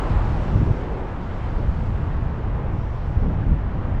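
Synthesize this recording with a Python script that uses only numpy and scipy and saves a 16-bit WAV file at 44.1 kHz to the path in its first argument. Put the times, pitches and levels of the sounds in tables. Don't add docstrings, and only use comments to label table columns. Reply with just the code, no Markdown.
import sys
import numpy as np
from scipy import signal
from scipy.fft import rfft, irfft
from scipy.io import wavfile
from scipy.ndimage import uniform_filter1d

SR = 44100
rng = np.random.default_rng(int(sys.argv[2]) if len(sys.argv) > 2 else 0)


def dump_mix(stems):
    frames = np.atleast_2d(stems).T
    limited = np.clip(frames, -1, 1)
    pcm = np.round(limited * 32767).astype(np.int16)
    wavfile.write(sys.argv[1], SR, pcm)


N = 176400
T = np.arange(N) / SR


def amp(db):
    return 10 ** (np.asarray(db) / 20)


def unit(x):
    return x / np.sqrt(np.mean(x ** 2) + 1e-20)


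def steadied(x, size):
    return x / np.sqrt(uniform_filter1d(uniform_filter1d(x ** 2, size), size) + 1e-12)


def curve(points, t):
    return np.interp(t, *np.transpose(points))


def spectrum(points, hz):
    points_hz, db = np.transpose(points)
    return amp(np.interp(np.log(hz + 1), np.log(points_hz + 1), db))


def hump(hz, centre_hz, octaves):
    return np.exp(-.5 * (np.log2((hz + 1) / centre_hz) / octaves) ** 2)


def band(x, centre_hz, octaves):
    hz = np.fft.rfftfreq(len(x), 1 / SR)
    return irfft(rfft(x) * hump(hz, centre_hz, octaves), len(x))


def noise(colour, patchy_db, patch_s, patch_hz, size):
    hop = size // 4
    t = np.arange(N // hop + 5)[:, None] * hop / SR
    hz = np.fft.rfftfreq(size, 1 / SR)
    real, imag, patches = rng.standard_normal((3, len(t), len(hz)))
    patches = uniform_filter1d(patches, max(1, round(patch_s * SR / hop)), 0)
    patches = unit(uniform_filter1d(patches, max(1, round(patch_hz * size / SR)), 1))
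    gain = colour(t, hz)
    gain = gain / np.linalg.norm(gain, axis=-1, keepdims=True)
    frames = (real + 1j * imag) * gain * amp(patchy_db * patches)
    return unit(signal.istft(frames.T, nperseg=size, noverlap=size - hop)[1][:N])


# start_s, peak_db
TWIG_TICKS = [(0.1136, -65), (1.2999, -72), (1.3783, -65), (1.705, -70), (1.9764, -66), (3.5818, -72)]


def twig_ticks(decay_s=.0014):
    out = np.zeros(N)
    t = np.arange(512) / SR
    for start_s, peak_db in TWIG_TICKS:
        burst = rng.standard_normal(len(t)) * np.exp(-t / decay_s)
        snap = band(np.roll(burst, len(t) // 10), centre_hz=12200, octaves=.09)
        at = round(start_s * SR)
        out[at:at + len(snap)] += snap / abs(snap).max() * amp(peak_db)
    return out


# time_s, relative_db
LEAF_SIZZLE = [(0, -88), (0.25, -87), (0.55, -78), (0.75, -81.5), (0.95, -86.5), (1.8, -84), (2.5, -87.5),
               (3.0, -82), (3.55, -88.5), (3.7, -99), (4, -95)]
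# time_s, level_db
LEAF_SWISH = [(0, -78), (0.3, -71), (0.5, -67), (0.75, -69), (0.9, -81), (2.65, -82), (2.82, -72.5),
              (3.3, -74.5), (3.65, -84), (4, -86)]


def leaf_rustle(touches_per_s=5100, spread_db=3, flutter_db=1.5, flutter_s=.03, sizzle_gain_db=-2.5):
    touches = rng.random(N) < touches_per_s / SR
    strength = amp(spread_db * np.minimum(rng.exponential(1, N), 4))
    grains = band(touches * strength, centre_hz=12400, octaves=.06)
    flutter = unit(uniform_filter1d(rng.standard_normal(N), round(flutter_s * SR)))
    sizzle_db = curve(LEAF_SIZZLE, T) + sizzle_gain_db
    sizzle = unit(grains * amp(flutter_db * flutter)) * amp(sizzle_db)
    swish = unit(band(rng.standard_normal(N), centre_hz=5560, octaves=.11))
    air = unit(band(rng.standard_normal(N), centre_hz=11500, octaves=.24))
    air_db = -84 + 2.1 * (sizzle_db - sizzle_db.max())
    return swish * amp(curve(LEAF_SWISH, T)) + sizzle + air * amp(air_db)


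# time_s, relative_db
NEEDLE_WIND = [(0, -54), (0.6, -56.5), (0.9, -61), (1.2, -62), (1.5, -59.5), (2.0, -62.0), (2.4, -66.5),
               (2.65, -68.5), (2.83, -64), (3.05, -64), (3.25, -66), (3.5, -68), (4, -68.5)]
# frequency_hz, density_db
NEEDLE_SPECTRUM = [(500, -7), (1500, 1), (2800, 7.5), (4200, 1.5), (5000, -2), (5800, -6.5), (7500, -8.5),
                   (9200, -18.5), (10200, -36), (12200, -29), (14000, -37), (16000, -49.5)]


def needle_hiss(gain_db=2.5):
    hiss = noise(lambda t, hz: spectrum(NEEDLE_SPECTRUM, hz),
                 patchy_db=1.26, patch_s=.04, patch_hz=2500, size=512)
    return hiss * amp(curve(NEEDLE_WIND, T) + gain_db)


# middle_s, length_s, pitch_hz, full_swell_db
BOUGH_ROARS = [(0.094, .5, 910, -38.5), (0.81, 0.7, 380, -36), (1.605, 0.19, 480, -37),
               (2.375, 0.2, 450, -39), (2.63, 0.3, 473, -42.5), (3.29, .24, 436, -39),
               (3.84, 0.27, 448, -42.5)]


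def bough_roar(middle_s, length_s, pitch_hz, full_swell_db, rise_hz_per_s=137, fade_s=.11):
    def colour(t, hz):
        centre_hz = pitch_hz + rise_hz_per_s * np.clip(t - middle_s, -length_s, length_s)
        return hump(hz, centre_hz, octaves=.43)
    roar = noise(colour, patchy_db=0, patch_s=.08, patch_hz=120, size=2048)
    swell = np.clip((length_s / 2 - abs(T - middle_s)) / fade_s, 0, 1)
    return steadied(roar, size=4000) * swell * amp(full_swell_db)


# time_s, relative_db
CROWN_WIND = [(0, -30), (0.15, -31.5), (0.4, -32), (0.62, -34.5), (0.9, -33.5), (1.2, -35.5), (1.55, -35),
              (1.85, -36.5), (2.05, -35.5), (2.35, -37), (2.6, -35), (2.92, -38), (3.3, -36.6),
              (3.6, -37.2), (3.85, -36), (4, -36.4)]
# frequency_hz, density_db
CROWN_SPECTRUM = [(30, -2), (150, 1), (300, 2.5), (450, 0), (620, -1), (850, -0.5), (1100, -4.5),
                  (1500, -9), (2000, -15), (3000, -24), (4200, -36.5), (7000, -49.5), (10000, -70.5),
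                  (15000, -89.5)]


def crown_rush(gain_db=.32, usual_db=-32, octaves_per_db=-.0131):
    def colour(t, hz):
        shift_octaves = octaves_per_db * (curve(CROWN_WIND, t) - usual_db)
        return spectrum(CROWN_SPECTRUM, hz / 2 ** shift_octaves)
    rush = noise(colour, patchy_db=.78, patch_s=.08, patch_hz=200, size=2048)
    return steadied(rush, size=6000) * amp(curve(CROWN_WIND, T) + gain_db)


# time_s, relative_db
MIC_WIND = [(0, -23), (0.12, -16.5), (0.21, -17.5), (0.33, -18), (0.45, -20), (0.54, -16.5), (0.65, -16),
            (0.715, -19), (0.76, -25), (0.95, -22.5), (1.05, -26), (1.28, -25), (1.45, -22.5),
            (1.57, -19.5), (1.7, -20), (1.77, -20.5), (1.92, -18.5), (2.04, -20.5), (2.22, -19),
            (2.31, -21.5), (2.43, -24.5), (2.48, -18), (2.62, -22.5), (2.74, -19), (2.86, -22), (2.98, -22),
            (3.1, -20.5), (3.18, -17), (3.28, -16), (3.38, -19.5), (3.53, -14.5), (3.6, -20.5), (3.85, -21),
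            (3.95, -18.5), (4, -14.5)]
# frequency_hz, density_db
MIC_SPECTRUM = [(8, -12.5), (20, 0), (48, 1.5), (85, -1), (125, -4.5), (170, -9), (250, -21), (400, -29),
                (800, -39), (2000, -85.5), (9000, -120)]
# time_s, level_db
MIC_FLAPPING = [(0, -35.5), (0.15, -37.5), (0.4, -47.5), (0.6, -34), (0.72, -32), (0.8, -44), (3.12, -49),
                (3.24, -29.5), (3.38, -40), (3.52, -28.5), (3.63, -43), (3.8, -33.5), (4, -39.5)]


def microphone_rumble(rumble_gain_db=-2.5):
    eddies = noise(lambda t, hz: spectrum(MIC_SPECTRUM, hz),
                   patchy_db=1, patch_s=.06, patch_hz=194.4, size=4096)
    flaps = noise(lambda t, hz: hump(hz, centre_hz=214, octaves=.41),
                  patchy_db=-2, patch_s=.03, patch_hz=200, size=2048)
    rumble = steadied(eddies, size=3000) * amp(curve(MIC_WIND, T) + rumble_gain_db)
    flapping = steadied(flaps, size=3000) * amp(curve(MIC_FLAPPING, T))
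    return rumble + flapping


# middle_s, envelope_peak_db, pitch_hz
MIC_THUMPS = [(0.168, -7, 57), (0.56, -8.5, 90), (0.618, -16, 240), (0.633, -8, 118), (0.711, -6, 100.5),
              (1.575, -12.5, 52), (1.69, -12, 68), (2.226, -15, 86), (2.485, -14.5, 75), (3.178, -12, 64),
              (3.268, -12.5, 104), (3.522, -8.5, 52.4)]


def microphone_thumps(width_cycles=.41):
    out = np.zeros(N)
    for middle_s, envelope_peak_db, pitch_hz in MIC_THUMPS:
        cycles = (T - middle_s) * pitch_hz
        envelope = amp(envelope_peak_db) * np.exp(-.5 * (cycles / width_cycles) ** 2)
        out += envelope * np.sin(2 * np.pi * (cycles + rng.random()))
    return out


def scene():
    rush = crown_rush()
    roars = sum(bough_roar(*row) for row in BOUGH_ROARS)
    trees = rush + roars + needle_hiss() + leaf_rustle() + twig_ticks()
    return (trees + microphone_rumble() + microphone_thumps())[None]


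def record(dry):
    lowpass = signal.firwin(511, cutoff=15700, window=("kaiser", 9), fs=SR)
    return signal.oaconvolve(dry, lowpass[None], "same")


dry = scene()
out = record(dry)
dump_mix(out)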